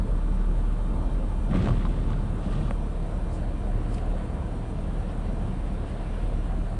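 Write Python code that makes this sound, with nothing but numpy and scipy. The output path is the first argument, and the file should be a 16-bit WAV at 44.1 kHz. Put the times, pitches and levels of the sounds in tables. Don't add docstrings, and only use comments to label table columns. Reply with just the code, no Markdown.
import sys
import numpy as np
from scipy import signal
from scipy.fft import rfft, irfft, next_fast_len
from scipy.io import wavfile
from scipy.ndimage import uniform_filter1d

SR = 44100
rng = np.random.default_rng(int(sys.argv[2]) if len(sys.argv) > 2 else 0)


def transcribe(signal):
    frames = np.atleast_2d(signal).T
    limited = np.clip(frames, -1, 1)
    pcm = np.round(limited * 32767).astype(np.int16)
    wavfile.write(sys.argv[1], SR, pcm)


N = 299437

# (frequency [Hz], relative density [dB])
STREET_ROAR = [(12, -52), (27, -13.5), (42, -3.5), (90, -14.5), (160, -16.5), (235, -21), (280, -24.5),
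               (400, -27.5), (600, -28), (800, -35.5), (1400, -36.5), (2000, -46), (3300, -47.5),
               (4500, -55), (6500, -63.5), (9000, -100)]
SEA_ROAR = [(12, -47), (27, -13.5), (42, -6.5), (90, -12), (150, -13), (220, -18.5), (270, -21.5),
            (400, -24), (720, -26.5), (830, -32.5), (1500, -35.5), (2100, -42.5), (3300, -46),
            (4500, -53.5), (5400, -58), (6500, -64.5), (9000, -89)]
# (frequency [Hz], width [Hz], street-side gain [dB], sea-side gain [dB])
CABIN_MODES = [(90, 20, 2, 2), (160, 25, 4, 0), (195, 30, 3, 5), (236, 20, 4, 2), (310, 40, 5, 4),
               (470, 50, 3, 2), (690, 120, 1, 3), (1180, 150, 4, 0), (980, 120, 0, 3), (2800, 600, 0, 2),
               (878, 34, 11, 0)]
# (time [s], level [dB], treble gain [dB])
STORM_LEVELS = [(0, -30.5, -7), (1.1, -30, -6.5), (1.5, -30.5, -7.5), (2.8, -34.5, -4.5), (3.5, -33, -6.5),
                (3.95, -30, -4.5), (4.55, -30.5, -7.5), (4.85, -32, -2.5), (5.12, -31, -5.5),
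                (5.35, -31.5, -3.5), (5.6, -31.5, -3.5), (5.9, -31.5, -2.5), (6.2, -32, -0.5),
                (6.45, -31.5, -4), (6.79, -32, -4.5)]
# (time [s], level [dB])
BOOM_LEVELS = [(0.0, -27), (0.17, -25), (2.23, -25), (2.44, -31), (2.55, -28.5), (3.63, -31), (3.72, -25.5),
               (3.99, -31.5), (4.1, -25.5), (4.25, -39), (4.97, -28.5), (5.99, -32.5), (6.35, -26.5),
               (6.69, -29.5), (6.79, -36)]
# (multiple of the firing rate, street-side level [dB], sea-side level [dB])
BOOM_OVERTONES = [(1.5, -50, -46), (2, -41, -40), (3, -46, -42), (5, -49, -48)]
# (start [s], length [s], rise [s], rumble [dB],
# scrape [dB], water hiss [dB], squeal [dB], slope of all but the rumble [dB/s])
BLADE_STROKES = [(1.475, 0.057, 0.023, -27.5, -60, -64, -62, 0),
                 (1.499, 0.096, 0.05, -24, -37.5, -60, -48, 0),
                 (1.558, 0.13, 0.045, -27.5, -42, -53.5, -62, -3),
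                 (1.637, 0.12, 0.034, -27.5, -48, -58, -60, 5), (1.72, 0.7, 0.04, -35, -46, -57, -62, -21),
                 (2.064, 0.08, 0.019, -45, -55, -75, -58, 0), (2.39, 0.17, 0.056, -35, -53, -57, -55, 0),
                 (2.508, 0.22, 0.04, -32, -61, -56, -48, -19)]
# (frequency [Hz], relative density [dB])
LINKAGE_RUMBLE = [(50, -37), (85, -0.5), (130, -1), (180, -4), (300, -11.5), (450, -21.5), (700, -21.5),
                  (1000, -38), (1600, -30)]
RUBBER_SCRAPE = [(350, 13.5), (600, -19), (900, -6), (1200, -3), (1400, -15), (1900, -8), (2500, -13.5),
                 (3400, -15), (4500, -29)]
LIP_SQUEAL = [(950, -29), (1100, -2), (1180, 5), (1280, -11), (1550, -26), (1880, -8), (2000, -20),
              (2120, -14), (2250, -22), (2420, -12), (2600, -29)]
WATER_HISS = [(2500, 16.5), (3500, 15), (5000, 5), (6200, 2), (6800, 0), (8500, 3), (9400, -6),
              (10500, -30)]
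# (time [s], tick [dB], ring [dB], ring centre [Hz], panel thump [dB],
# thump centre [Hz], spit of water [dB])
WIPER_IMPACTS = [(1.510, -46, -40, 1900, -22, 180, -53), (1.533, -44, -31, 1150, -26, 180, -56),
                 (1.541, -33, -23, 620, -20, 180, -50), (1.547, -36, -21, 325, -16, 145, -52),
                 (1.558, -34, -32, 1550, -22, 180, -44), (1.570, -38, -35, 1550, -16, 180, -49),
                 (1.590, -46, -36, 870, -15, 115, -47), (1.623, -44, -36, 1550, -16, 100, -48),
                 (1.643, -46, -30, 400, -21, 180, -52), (1.657, -38, -35, 1550, -26, 145, -44),
                 (1.673, -32, -18, 620, -19, 180, -50), (1.685, -38, -30, 1120, -14, 125, -44),
                 (1.692, -44, -22, 540, -18, 180, -52), (1.706, -44, -31, 1150, -11, 118, -49),
                 (1.8515, -44, -28, 960, -26, 145, -54), (1.855, -56, -44, 3800, -40, 145, -58),
                 (1.866, -56, -37, 1040, -40, 145, -58), (2.103, -44, -35, 1150, -27, 145, -50),
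                 (2.118, -54, -36, 870, -17, 105, -64), (2.130, -50, -42, 3300, -30, 115, -62),
                 (2.132, -54, -37, 1550, -40, 115, -64), (2.460, -50, -40, 560, -21, 180, -58),
                 (2.7090, -23.5, -21, 620, -26, 180, -58)]
# (frequency [Hz], time to fall 60 dB [s])
ARM_MODES = [(325, .05), (560, .035), (690, .02), (870, .03), (1040, .045), (1140, .045), (1550, .025),
             (1870, .022), (2600, .02), (3400, .02), (3800, .025)]
# (frequency [Hz], gain [dB])
PANEL_MODES = [(95, -4), (115, 0), (145, -2), (180, 0)]
# (frequency [Hz], relative density [dB])
IMPACT_TICK = [(300, -3), (800, 0), (1400, -3), (2200, -5), (2800, -11), (3400, -21), (4200, -29),
               (7500, -28), (9200, -17), (10500, -28)]
SPRAY_TICK = [(400, -21), (1000, 16.0), (2500, -12.5), (4500, -14), (7000, -43)]
# (start [s], length [s], level [dB], share of the dull spectrum [0-1])
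RUSTLE_EVENTS = [(3.291, 0.11, -56.5, 0.16), (3.859, 0.18, -59, 0.1), (3.937, 0.018, -47, 0.33),
                 (3.977, 0.014, -46.5, 0.8), (5.05, 0.1, -56.5, 0.98), (5.8, .18, -59.5, 0.7),
                 (2.025, .03, -55, 1)]
# (frequency [Hz], relative density [dB])
BRIGHT_SPECTRUM = [(2500, -11), (5000, -1), (6000, -8), (7000, -4), (9000, -1), (10500, -11)]
DULL_SPECTRUM = [(1200, -2), (2000, -7), (3000, -2.5), (4000, -13), (6000, -17)]
# (multiple of the rotation rate, rms level [dB])
DRUM_HARMONICS = [(12, -76), (14, -75), (16, -71), (18, -76), (20, -78), (22, -81), (26, -79), (28, -78),
                  (32, -87), (34, -84), (36, -85), (38, -81), (40, -82), (42, -85), (44, -86), (46, -88),
                  (48, -90), (58, -84), (60, -84), (62, -86), (66, -91), (70, -89), (72, -92)]
# (frequency [Hz], rms level [dB])
DRIVE_TONES = [(3143.1, -75), (3592.6, -76), (3689, -79), (3816.5, -79), (4042.4, -79), (4265.4, -86),
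               (4491.3, -77), (8434, -84), (10008, -91), (10196, -88), (10423, -82), (10648, -91)]
# (frequency [Hz], relative density [dB])
HEAD_SPECTRUM = [(4500, -30), (6300, -17.5), (7500, -6.5), (8400, -4.5), (9100, -1), (9600, -13),
                 (10300, -9.5), (10700, -9.5)]


def amp(db):
    return 10 ** (np.asarray(db) / 20)


def unit_rms(x):
    return x / np.sqrt(np.mean(x ** 2) + 1e-20)


def gain_at(spectrum, hz):
    f, db = np.transpose(spectrum)
    return amp(np.interp(np.log(hz + 1), np.log(f + 1), db, left=-90, right=-90))


def curves(rows, t):
    times, *columns = np.transpose(rows)
    return [np.interp(t, times, column) for column in columns]


def coloured(x, spectrum):
    size = next_fast_len(len(x))
    gain = gain_at(spectrum, np.fft.rfftfreq(size, 1 / SR))
    return unit_rms(irfft(rfft(x, size) * gain, size)[:len(x)])


def noise(spectrum, size=N):
    return coloured(rng.standard_normal(size), spectrum)


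def wander(seconds):
    size = round(seconds * SR)
    return unit_rms(uniform_filter1d(uniform_filter1d(rng.standard_normal(N), size), size))


def add(mix, start_s, sound):
    part = mix[round(start_s * SR):][:len(sound)]
    part += sound[:len(part)]


def sea_blend(t, start_s=2.05, end_s=3.68):
    return np.clip((t - start_s) / (end_s - start_s), 0, 1)


def storm_roar(frame=2048, hop=512):
    frames, hz = N // hop + 5, np.fft.rfftfreq(frame, 1 / SR)
    t = np.arange(frames) * hop / SR
    real, imaginary, patches = rng.standard_normal((frames, len(hz), 3)).T
    white = real + 1j * imaginary
    patches = uniform_filter1d(patches, 20, axis=0)
    patch_db = 1.3 * unit_rms(uniform_filter1d(patches, 6, axis=1))
    flicker_db = 0.44 * unit_rms(uniform_filter1d(rng.standard_normal(frames), 3))
    sea = sea_blend(t)
    shape = np.outer(gain_at(STREET_ROAR, hz), np.sqrt(1 - sea))
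    shape += np.outer(gain_at(SEA_ROAR, hz), np.sqrt(sea)) * amp(-1.5)
    for mode_hz, width_hz, street_db, sea_db in CABIN_MODES:
        resonance = 1 / (1 + (2 * (hz - mode_hz) / width_hz) ** 2)
        shape *= amp(np.outer(resonance, street_db + (sea_db - street_db) * sea))
    level_db, bright_db = curves(STORM_LEVELS, t)
    treble = np.clip(np.log2(hz / 700 + 1e-9) / 3, 0, 1)[:, None]
    gain = unit_rms(shape) * amp(level_db + treble * (bright_db + flicker_db) + patch_db)
    _, roar = signal.istft(gain * white, nperseg=frame, noverlap=frame - hop)
    _, unshaped = signal.istft(white, nperseg=frame, noverlap=frame - hop)
    return roar[:N] / unshaped.std()


def engine_boom(firing_hz=37.1):
    boom_db, = curves(BOOM_LEVELS, T)
    phase = 2 * np.pi * np.cumsum(firing_hz + 0.5 * wander(0.078)) / SR
    out = amp(boom_db + 1.1 * wander(0.4)) * np.cos(phase)
    for multiple, street_db, sea_db in BOOM_OVERTONES:
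        level_db = street_db + (sea_db - street_db) * sea_blend(T) + 1.7 * wander(0.12)
        out += amp(level_db) * np.cos(multiple * phase + 2 * np.pi * rng.random())
    return np.sqrt(2) * out


def wiper_sweep(release_s=0.043):
    envelopes = np.zeros((4, N))
    for start_s, length_s, rise_s, *levels_db, slope in BLADE_STROKES:
        t = np.clip(T - start_s, 0, length_s)
        shape = np.clip(t / rise_s, 0, 1) * np.clip((length_s - t) / release_s, 0, 1)
        envelopes += np.outer(amp(levels_db), shape) * amp(np.outer([0, slope, slope, slope], t))
    judder = amp(2.8 * wander(0.004))
    rumble = noise(LINKAGE_RUMBLE)
    scrape = unit_rms(judder * noise(RUBBER_SCRAPE))
    squeal = unit_rms(amp(5.1 * wander(0.0089)) * noise(LIP_SQUEAL))
    water = unit_rms(amp(1.2 * wander(0.0089)) * noise(WATER_HISS))
    return np.sum(envelopes * [rumble, scrape, water, squeal], axis=0)


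def wiper_knocks(arm_db_per_octave=-30, panel_db_per_octave=-45, thump_t60_s=0.1, spit_decay_s=0.006):
    out, t = np.zeros(N), T[:6000]
    tick = coloured(-signal.unit_impulse(512, 40), IMPACT_TICK)
    tick /= abs(tick).max()
    ring_delay_s = 30 / SR
    attack = np.sin(np.pi / 2 * np.clip(t / 0.0004, 0, 1)) ** 2
    thump_envelope = amp(-60 * t / thump_t60_s) * (1 - np.exp(-t / 0.0034))
    for start_s, tick_db, ring_db, ring_hz, thump_db, thump_hz, spit_db in WIPER_IMPACTS:
        for hz, t60_s in ARM_MODES:
            mode_db = ring_db + arm_db_per_octave * abs(np.log2(hz / ring_hz))
            ring = -attack * amp(mode_db - 60 * t / t60_s) * np.cos(2 * np.pi * hz * t)
            add(out, start_s + ring_delay_s, ring)
        for hz, gain_db in PANEL_MODES:
            mode_db = thump_db + gain_db + panel_db_per_octave * abs(np.log2(hz / thump_hz))
            add(out, start_s, -thump_envelope * amp(mode_db) * np.sin(2 * np.pi * hz * t))
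        spit = attack * np.exp(-t / spit_decay_s) * noise(WATER_HISS, len(t))
        add(out, start_s, amp(tick_db) * tick)
        add(out, start_s, amp(spit_db) * spit)
    return out


def spray(drops_per_s=300, level_db=-57):
    strength = amp(3.5 * np.minimum(rng.exponential(1, N), 3.5))
    hits = rng.random(N) < drops_per_s / SR
    polarity = rng.choice([-1, 1], N)
    return amp(level_db) * coloured(strength * hits * polarity, SPRAY_TICK)


def rustles():
    out = np.zeros(N)
    for start_s, length_s, level_db, dull in RUSTLE_EVENTS:
        hiss = (1 - dull) * noise(BRIGHT_SPECTRUM, 8192) + dull * noise(DULL_SPECTRUM, 8192)
        window = np.hanning(round(length_s * SR))
        add(out, start_s, amp(level_db) * window * hiss[:len(window)])
    return out


def tape_drive(drum_hz=149.85, hiss_db=-66.5):
    flicker_db = 2.6 * wander(0.054)
    harmonics = [(multiple * drum_hz, db) for multiple, db in DRUM_HARMONICS]
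    whine = np.zeros(N)
    for hz, db in harmonics + DRIVE_TONES:
        level_db = db + np.roll(flicker_db, rng.integers(N))
        whine += np.sqrt(2) * amp(level_db) * np.cos(2 * np.pi * (hz * T + rng.random()))
    head_contact = 2.2 + np.exp(-(2 * drum_hz * T % 1) / 0.25)
    hiss_flicker = amp(1.7 * np.tanh(wander(0.014)))
    hiss = unit_rms(hiss_flicker * coloured(head_contact * rng.standard_normal(N), HEAD_SPECTRUM))
    return whine + amp(hiss_db) * hiss


T = np.arange(N) / SR


def scene():
    mix = engine_boom() + storm_roar() + spray() + wiper_sweep() + wiper_knocks() + rustles()
    return (mix + tape_drive())[None]


def record(dry, low_hz=16, high_hz=10750):
    high_pass = signal.butter(2, low_hz, "high", fs=SR, output="sos")
    low_pass = signal.firwin(511, high_hz, window=("kaiser", 9), fs=SR)
    return signal.oaconvolve(signal.sosfilt(high_pass, dry), low_pass[None], "same")


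dry = scene()
out = record(dry)
transcribe(out)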